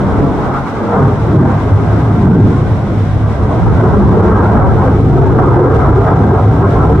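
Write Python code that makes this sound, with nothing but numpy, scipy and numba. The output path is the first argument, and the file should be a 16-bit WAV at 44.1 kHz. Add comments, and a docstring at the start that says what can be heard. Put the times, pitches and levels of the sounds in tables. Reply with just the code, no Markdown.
"""You hear a fighter jet rumble and roar as it turns high over an airfield.
It points its exhaust at a hand-held camera. Swirls in the exhaust, called eddies, make the noise,
which comes through turbulent air and by several paths. Single bands of it swell briefly, as gliding
whooshes, low throbs and hollow notes. A narrow boom rings in the bass, and wind buffets the two
microphone openings (the ports). A limiter turns down even the steady hiss under the loudest swells."""
import sys
import numpy as np
from scipy import signal
from scipy.fft import rfft, irfft
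from scipy.io import wavfile
from scipy.ndimage import uniform_filter1d, minimum_filter1d
from numba import njit

SR = 44100
rng = np.random.default_rng(int(sys.argv[2]) if len(sys.argv) > 2 else 0)


def generate_wav(sig):
    """Save sig (samples, or channels by samples) to the path in sys.argv[1] as 16-bit PCM at SR."""
    pcm = np.round(np.clip(np.atleast_2d(sig).T, -1, 1) * 32767).astype(np.int16)
    wavfile.write(sys.argv[1], SR, pcm)


N = 308700  # 7 seconds

# The tone of the jet's deep thunder, low rumble and higher roar. Each row: frequency in Hz, level in dB.
THUNDER_SPECTRUM = [(15, -39), (30, -14), (45, -2.5), (57, 3), (64, 2.5), (75, 8), (86, 6), (112, -14),
                    (150, -54.5)]
RUMBLE_SPECTRUM = [(90, -32.5), (118, 0), (138, 3.5), (165, -2), (200, 0.5), (240, -2), (272, -2),
                   (312, -6.5), (370, -8), (450, -8.5), (540, -14.5), (800, -57.5)]
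ROAR_SPECTRUM = [(250, -23.5), (450, -14.5), (570, 2.5), (760, 1.5), (1000, -1.5), (1270, -4.5),
                 (1570, -8.5), (1780, -22), (2030, -23), (2450, -40), (3200, -50), (6000, -76.5)]
# How alike the jet is at the two ports. Each row: frequency in Hz, likeness from 0 to 1.
JET_LIKENESS = [(100, 0.99), (320, 0.93), (550, 0.79), (1000, 0.79), (1500, 0.41), (2200, 0.94),
                (3000, 0.27)]
# The deep bass that drives both thunder and boom. Each row: time in seconds, level in dB.
BASS_LEVEL = [(0, -28.5), (.2, -19.5), (.35, -37), (.65, -38), (.9, -26.5), (1.05, -20.5), (1.75, -17.5),
              (2.4, -18), (2.85, -22), (3.35, -18), (3.6, -19), (3.8, -18.5), (4.7, -12), (5.3, -19.5),
              (5.7, -15), (5.83, -9), (6.05, -18.5), (7, -9.5)]
# The large eddies' rumble between surges. Each row: time in seconds, level in dB.
RUMBLE_LEVEL = [(0, -13), (.42, -17), (.52, -18.5), (.88, -16), (1.2, -15), (1.65, -15.5), (1.9, -12.5),
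                (2.55, -13), (3.1, -18), (3.68, -14), (3.85, -12.5), (4.5, -9.5), (5, -11), (5.35, -8.5),
                (5.6, -8), (5.9, -11.5), (6.55, -14), (7, -6.5)]
# The fine eddies' roar between flares, louder when the nozzle points at the camera.
# Each row: time in seconds, level in dB.
ROAR_LEVEL = [(0, -20.5), (.42, -20), (.72, -22), (1.05, -17.5), (1.2, -22.5), (1.55, -21.5), (2.2, -23.5),
              (2.6, -22), (3.0, -26), (3.7, -20.5), (4.35, -14.5), (4.88, -18.5), (5.03, -24.5),
              (5.2, -17.5), (5.36, -18), (5.6, -17), (6.0, -18.5), (6.48, -20), (6.85, -16), (7, -19)]
# Echoes close to the camera. Each row: time in seconds, weight of the short echo, weight of the long one.
NEAR_ECHOES = [(0, 0.025, 0.032), (3.2, 0.028, 0.073), (4.6, 0.08, 0.21), (5.6, 0.38, 0.13),
               (6.1, 0.19, 0.32), (7, 0.28, 0.32)]
# The moan, gliding as the jet turns. Each row: time in seconds, pitch in Hz, dB relative to the rumble.
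MOAN_GLIDE = [(0, 190, -3.5), (.8, 213.8, -19), (1.35, 135, -5), (2.2, 175, -6), (3.65, 130, -5),
              (3.8, 205, -11), (4.2, 208, -10.5), (4.45, 203, -9), (4.7, 145, -2), (5.25, 137, -1.5),
              (5.65, 130, 1), (5.85, 125.6, -11), (6.05, 135.6, 2), (6.45, 140, -17), (6.8, 165.3, -4),
              (7, 147, 0)]
# Ringing notes that make the rumble hollow. Each row: pitch in Hz, width in Hz, relative level in dB.
HOLLOW_NOTES = [(281.4, 12.3, -0.5), (351.6, 15, -2.5), (392.6, 9.8, -3), (445.3, 14, -3.5),
                (497.6, 8.8, -10)]
# Those notes stand out as the jet sinks. Each row: time in seconds, dB relative to the rumble.
HOLLOW_NOTE_LEVEL = [(0, -17), (3.5, -20), (4.2, -12.5), (4.6, -10.5), (5.15, -6), (5.65, -6), (5.9, -13.5),
                     (6.4, -9.5), (7, -11.5)]
# Surges of the rumble. Each row: peak time and half length in seconds, rise in dB, tilt in dB.
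# A tilt above 0 is brighter, below 0 darker.
RUMBLE_SURGES = [(0.243, 0.056, 6, -3.5), (1.016, 0.07, 8.5, -6), (1.406, 0.094, 9, -3),
                 (2.32, 0.11, 8, -4.5), (4.013, 0.012, -1, 5), (4.6, 0.13, 0.5, -4.5), (5.627, 0.16, 2, 4),
                 (6.182, 0.093, 4.5, 1), (6.347, 0.064, 3, 6)]
# Tearing flares of the roar. Each row: peak time, rise time and fall time in seconds, rise and tilt in dB.
ROAR_FLARES = [(.55, 0.014, 0.036, 4, 9), (.672, 0.0082, 0.017, -2, 18), (.935, 0.017, 0.04, 6.5, 4),
               (1.042, 0.011, 0.013, -1.5, 4), (1.48, 0.084, 0.15, 3, 1), (1.89, 0.048, 0.12, 3.5, -2),
               (3.53, 0.039, 0.048, 5, -10), (3.83, 0.033, 0.055, 3, -1), (3.968, .004, .02, -1.5, 0),
               (4.186, .008, 0.03, 4, -3), (4.32, 0.022, 0.022, -1, 5), (4.61, 0.038, 0.08, 5.5, -1),
               (4.82, 0.029, 0.084, 4, 0), (5.21, 0.037, 0.045, 0.5, -3), (5.388, 0.0027, 0.055, 7.5, 0.5),
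               (5.6, .04, 0.1, 3.5, 0), (5.83, .04, 0.092, 3.5, 2.5), (6.08, 0.036, 0.064, 6, 3),
               (6.36, 0.069, 0.084, 4.5, -4.5), (6.64, 0.011, 0.019, 4.5, 0)]
# Throbs and lulls of the boom. Each row: peak time in seconds, change in dB.
BOOM_THROBS = [(.09, 0), (.23, -2), (.5, 15), (.75, 10), (1.06, 5.5), (1.39, 5), (1.74, 9.5), (2.06, 4.5),
               (2.42, 8.5), (2.73, 8), (2.85, 3), (3.01, 7), (3.26, 3.5), (3.36, -25), (3.47, -1),
               (3.78, 8), (4.02, -7), (4.18, 1.5), (4.66, 2.5), (5.85, -9), (6.27, 3.5), (6.46, 4.5),
               (6.8, -3)]
# The tone of the camera's hiss. Each row: frequency in Hz, level in dB.
HISS_SPECTRUM = [(800, -10.5), (2000, 10), (2600, 1.5), (3100, 0.5), (3450, 0), (3850, -0.5), (4450, -7.5),
                 (5000, -6.5), (5450, -6.5), (5720, -4.5), (6020, -12), (6500, -8), (6850, -13.5),
                 (7300, -12), (8300, -13), (8750, -15.5), (9250, -16.5), (9800, -20), (11600, -22.5),
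                 (13400, -27), (15500, -31.5)]
# How loud the hiss is. Each row: time in seconds, level in dB.
HISS_LEVEL = [(0, -37.5), (1.4, -38), (1.6, -37), (2.2, -38), (2.75, -37.5), (3.3, -38.5), (4.9, -38),
              (5.3, -39), (7, -38.5)]
# How alike the hiss is at the two ports. Each row: frequency in Hz, likeness from 0 to 1.
HISS_PORT_LIKENESS = [(2100, 0.23), (2800, 0.091), (5000, 0), (9000, 0.056)]
# The camera's faint whine. Each row: pitch in Hz, level in dB.
WHINE_TONES = [(2280, -60), (3363, -63), (8317, -80), (10912, -84.5), (13131, -92)]
# The tone of the wind on the ports. Each row: frequency in Hz, level in dB.
WIND_SPECTRUM = [(12, -14.5), (30, -15.5), (65, 4.5), (110, -7.5), (160, -4.5), (240, -20), (500, -23.5),
                 (1500, -74)]
# Gusts on the ports. Each row: peak time and half length in seconds, level in dB.
WIND_GUSTS = [(0.22, 0.37, -20.5), (1.25, 0.29, -33), (1.8, 0.13, -27), (2.46, 0.039, -18),
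              (2.7, 0.064, -20.5), (3.206, 0.25, -27), (3.691, 0.079, -10.5), (4.053, 0.19, -14),
              (4.68, 0.11, -10), (5.265, 0.18, -13.5), (5.662, 0.29, -20.5)]
# Brief swells of one band of the jet noise. Each row: peak time and half length in seconds, pitch in Hz,
# glide in octaves per second (0 holds the pitch), width in Hz, level in dB.
BAND_SWELLS = [(0.46, 0.072, 687, 7, 180, -23.5), (0.555, 0.03, 1266, 2, 170, -20),
               (0.677, 0.0096, 1137, -1.5, 200, -19), (0.949, 0.068, 454, -2, 43, -16),
               (1.376, 0.059, 139.2, -1.5, 32, -9), (1.41, 0.12, 285.6, -2, 79, -10.5),
               (2.284, 0.043, 148, -1.5, 30, -6.5), (2.349, 0.2, 288.6, 0.5, 130, -12),
               (2.378, 0.044, 184.9, -2.5, 53, -7), (3.852, 0.036, 386.5, 1.5, 47, -12),
               (3.863, 0.044, 134.6, 0, 15, -18), (3.993, 0.036, 205.6, 0, 15, -8),
               (4.032, 0.028, 343, 0, 21, -11.5), (4.168, 0.037, 439, 0.5, 40, -15),
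               (4.447, 0.031, 1402, 0.5, 110, -25), (4.595, 0.029, 148, 1, 23, -8.5),
               (4.616, 0.023, 1250, -5.5, 130, -20.5), (4.87, 0.046, 490.5, -1, 50, -16),
               (5.053, 0.045, 138, 0.5, 18, -8), (5.227, .07, 137.8, 0, 13, -7.5),
               (5.447, 0.026, 135, -0.5, 18, -11), (5.61, 0.048, 358, 0.5, 35, -5.5),
               (5.631, 0.062, 479, -1, 59, -10), (5.713, 0.032, 1220, -0.5, 190, -18),
               (5.86, 0.022, 1094, 0, 110, -22), (5.907, 0.018, 350, -0.5, 75, -10.5),
               (5.991, 0.034, 396, 1, 21, -10), (6.1, .06, 443, 1, 22, -17.5),
               (6.21, 0.057, 137.4, -1, 14, -9.5), (6.33, 0.022, 390, -0.5, 67, -10.5),
               (6.39, 0.018, 1068, -5, 81, -24), (6.635, 0.03, 371.6, 2.5, 33, -11),
               (6.65, 0.017, 1035, 0.5, 110, -17)]


def undb(db):
    """Turn decibels into a number to multiply a sound by."""
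    return 10 ** (np.asarray(db) / 20)


def unit(x):
    """Scale a signal to an average power of 1."""
    return x / np.sqrt(np.mean(x ** 2))


def curves(table):
    """Join a table's points with straight lines in time: one curve for each column."""
    s, *columns = np.transpose(table)
    return [np.interp(np.arange(N) / SR, s, column) for column in columns]


def on_bins(points):
    """Read a table at every frequency of the spectrum, on a log scale."""
    hz, value = np.transpose(points)
    return np.interp(np.log(np.arange(N // 2 + 1) * SR / N + 1), np.log(hz), value)


def walk(rate):
    """A smooth random wobble of size about 1, with about rate changes a second."""
    hz = np.arange(N // 2 + 1) * SR / N
    return unit(irfft(rfft(rng.standard_normal(N)) * np.exp(-(hz / rate) ** 2), N))


def swell(s, half_s):
    """A smooth rise and fall that peaks at 1 at time s."""
    return np.exp(-((np.arange(N) / SR - s) / half_s) ** 2)


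def noise(spectrum):
    """Two unrelated noises with the given spectrum, dying away steeply above its last point."""
    top_hz, top_db = spectrum[-1]
    shape = undb(on_bins(list(spectrum) + [(2 * top_hz, top_db - 60)]))
    return unit(irfft(rfft(rng.standard_normal((2, N))) * shape, N))


def steady(x, seconds):
    """Take the slow swells out of a noise and keep its fast flutter."""
    size = max(int(seconds * SR), 1)
    power = uniform_filter1d(uniform_filter1d(np.mean(x ** 2, axis=0), size), size)
    return x / np.sqrt(power + 1e-12)


def narrow_band(hz, width_hz):
    """Noise gathered round one pitch, which may glide."""
    phase = 2 * np.pi * np.cumsum(hz * np.ones(N)) / SR
    band = walk(width_hz) * np.cos(phase) + walk(width_hz) * np.sin(phase)
    return steady(band[None], seconds=0.063)


def at_ports(pair, likeness):
    """Mix two noises into left and right, as alike as the table says."""
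    alike = np.clip(on_bins(likeness), 0, 1)
    shared, opposite = irfft(rfft(pair) * np.sqrt([1 + alike, 1 - alike]), N)
    return shared + opposite * np.array([[1], [-1]])


def delayed(x, lag_ms):
    """The sound a little later; the delay may change over time."""
    n = np.arange(N)
    return np.array([np.interp(n - lag_ms * SR / 1000, n, channel, period=N) for channel in x])


def tilted(x, tilt_db, pivot_hz):
    """Tip the tone like a seesaw: the highs go up as the lows go down."""
    hz = np.arange(N // 2 + 1) * SR / N
    low = irfft(rfft(x) / (1 + (hz / pivot_hz) ** 6), N)
    return low * undb(-tilt_db / 2) + (x - low) * undb(tilt_db / 2)


def jet():
    """Three sizes of eddy follow the swing of the nozzle; surges and flares change their level and tone."""
    t = np.arange(N) / SR
    aim_db = curves(ROAR_LEVEL)[0]
    surge_db, surge_tilt_db = surges()
    flare_db, flare_tilt_db = flares()
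    thunder_db = bass_db() + 2.0 * walk(9.8)
    rumble_db = curves(RUMBLE_LEVEL)[0] + surge_db + 1.3 * walk(8.1)
    roar_db = aim_db + flare_db + 0.32 * surge_db + 0.72 * walk(4.0)
    # The sound darkens as the jet draws away. The rumble brightens when the nozzle points at us.
    rumble_tilt_db = 5.5 - 1.29 * t + surge_tilt_db + (aim_db - aim_db.mean()) + 2.0 * walk(8)
    roar_tilt_db = 2 - 0.5 * t + flare_tilt_db + 0.19 * surge_tilt_db + 0.25 * walk(5.0)
    thunder = eddies(THUNDER_SPECTRUM, flutter_db=-0.5, flutter_hz=6.1, echo_share=0.13)
    rumble = eddies(RUMBLE_SPECTRUM, flutter_db=-0.5, flutter_hz=22, echo_share=0.3)
    roar = eddies(ROAR_SPECTRUM, flutter_db=1.24, flutter_hz=30, echo_share=0.21)
    # Pockets of air bend the short waves along slightly different paths, so the roar swirls.
    roar = longer_paths(roar, share=0.2, lag_ms=1.599, wander=0.4426, fade_hz=10.4)
    rumble = near_echoes(tilted(rumble, rumble_tilt_db, pivot_hz=258), strength=0.7)
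    roar = near_echoes(tilted(roar, roar_tilt_db, pivot_hz=1030), strength=0.67)
    rumble = steady(rumble, seconds=0.033) + moan()
    thunder = steady(thunder, seconds=0.052) * undb(thunder_db)
    rumble = steady(rumble, seconds=0.051) * undb(rumble_db)
    roar = steady(roar, seconds=0.045) * undb(roar_db)
    return thunder + rumble + roar


def eddies(spectrum, flutter_db, flutter_hz, echo_share):
    """Exhaust mixes noisily with the air. The ground echoes it and turbulent air makes it flutter."""
    exhaust = at_ports(noise(spectrum), JET_LIKENESS)
    echoed = longer_paths(exhaust, echo_share, lag_ms=6.5, wander=0.1612, fade_hz=3.36)
    return echoed * undb(flutter_db * walk(flutter_hz))


def longer_paths(x, share, lag_ms, wander, fade_hz, count=3):
    """Late copies fade and drift, so ripples slide through the tone."""
    lags = [lag_ms * (k + 1) * np.exp(wander * walk(0.704)) for k in range(count)]
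    return x + sum(share * walk(fade_hz) * delayed(x, lag) for lag in lags)


def near_echoes(x, strength, short_ms=2.34, long_ms=3.43):
    """Two quick echoes, the later one upside down, hollow the sound more as the jet sinks."""
    short, long = curves(NEAR_ECHOES)
    return x + strength * (short * delayed(x, short_ms) - long * delayed(x, long_ms))


def bass_db():
    """The level of the deep bass, which lifts a little with the surges."""
    return curves(BASS_LEVEL)[0] + 0.18 * surges()[0]


def moan():
    """The strongest eddies peel off at a nearly even, gliding rate; hollow notes drift above them."""
    moan_hz, moan_db = curves(MOAN_GLIDE)
    drift = 1 + 0.012 * walk(1.5)
    hollow = sum(undb(db) * narrow_band(hz * drift, width_hz) * undb(2.17 * walk(8.2))
                 for hz, width_hz, db in HOLLOW_NOTES)
    note = narrow_band(moan_hz, width_hz=15) * undb(moan_db)
    return note + hollow * undb(curves(HOLLOW_NOTE_LEVEL)[0])


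def boom(pitch_hz=103.95, above_bass_db=4.5, cap_db=-11.5):
    """The exhaust noise keeps a narrow, wavering bass note ringing, with throbs and lulls."""
    ring = narrow_band(pitch_hz * (1 + 0.01533 * walk(2.95)), width_hz=10.7)
    base_db = np.minimum(bass_db() + above_bass_db, cap_db)
    throb_db = sum(db * swell(s, half_s=0.038) for s, db in BOOM_THROBS)
    return ring * undb(base_db + throb_db + 1.3 * walk(14.0))


def camera_noise():
    """The camera's gently wavering hiss, wide between left and right, with a few thin whining tones."""
    t = np.arange(N) / SR
    whine = sum(undb(db) * unit(np.sin(2 * np.pi * hz * t)) for hz, db in WHINE_TONES)
    hiss = unit(at_ports(noise(HISS_SPECTRUM), HISS_PORT_LIKENESS))
    return hiss * undb(curves(HISS_LEVEL)[0] + 0.96 * walk(15)) + whine


def wind(breeze_db=-31):
    """Gusts rise out of a light breeze and buffet each port on its own."""
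    buffet = noise(WIND_SPECTRUM) * undb([walk(4.3), walk(42)])
    force = undb(breeze_db) + sum(undb(db) * swell(s, half_s) for s, half_s, db in WIND_GUSTS)
    return steady(buffet, seconds=0.16) * force


def surges():
    """The rumble billows up and sinks back. Gives its rise and its tilt in dB."""
    shapes = [swell(s, half_s) for s, half_s, _, _ in RUMBLE_SURGES]
    return np.array(RUMBLE_SURGES)[:, 2:].T @ np.array(shapes)


def band_swells():
    """Brief swells of one band of the jet noise: gliding whooshes, low throbs and hollow notes."""
    t, out = np.arange(N) / SR, 0
    for s, half_s, hz, octaves_per_s, width_hz, db in BAND_SWELLS:
        centre_hz = hz * 2 ** np.clip(octaves_per_s * (t - s), -2, 2)
        out = out + narrow_band(centre_hz, width_hz) * swell(s, half_s) * undb(db)
    return out


def flares():
    """Each flare of the roar comes and goes at its own pace. 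Gives the rise and the tilt in dB."""
    t = np.arange(N) / SR
    shapes = [swell(s, np.where(t < s, rise_s, fall_s)) for s, rise_s, fall_s, _, _ in ROAR_FLARES]
    return np.array(ROAR_FLARES)[:, 3:].T @ np.array(shapes)


def scene():
    """Add up everything that reaches the left and right channels."""
    return jet() + band_swells() + boom() + wind() + camera_noise()


@njit
def follow_peaks(size, release):
    """Jump to every peak and sink back slowly."""
    out, held = np.empty(len(size)), 0.
    for i in range(len(size)):
        held = max(size[i], held * release)
        out[i] = held
    return out


def limiter(x, ceiling, release_s, glide_samples=50):
    """Turn the volume down just before a peak that is too loud, and back up after it."""
    peaks = follow_peaks(np.abs(x).max(axis=0), np.exp(-1 / (release_s * SR)))
    gain = minimum_filter1d(np.minimum(1, ceiling / (peaks + 1e-9)), 2 * glide_samples)
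    return x * uniform_filter1d(uniform_filter1d(gain, glide_samples), glide_samples)


def record(dry):
    """The camera holds down the peaks and cuts the treble above 15400 Hz."""
    limited = limiter(dry, ceiling=1.0, release_s=0.034)
    treble_cut = signal.ellip(8, .1, 70, 15400, fs=SR, output="sos")
    return signal.sosfilt(treble_cut, limited)


dry = scene()
out = record(dry)
generate_wav(out)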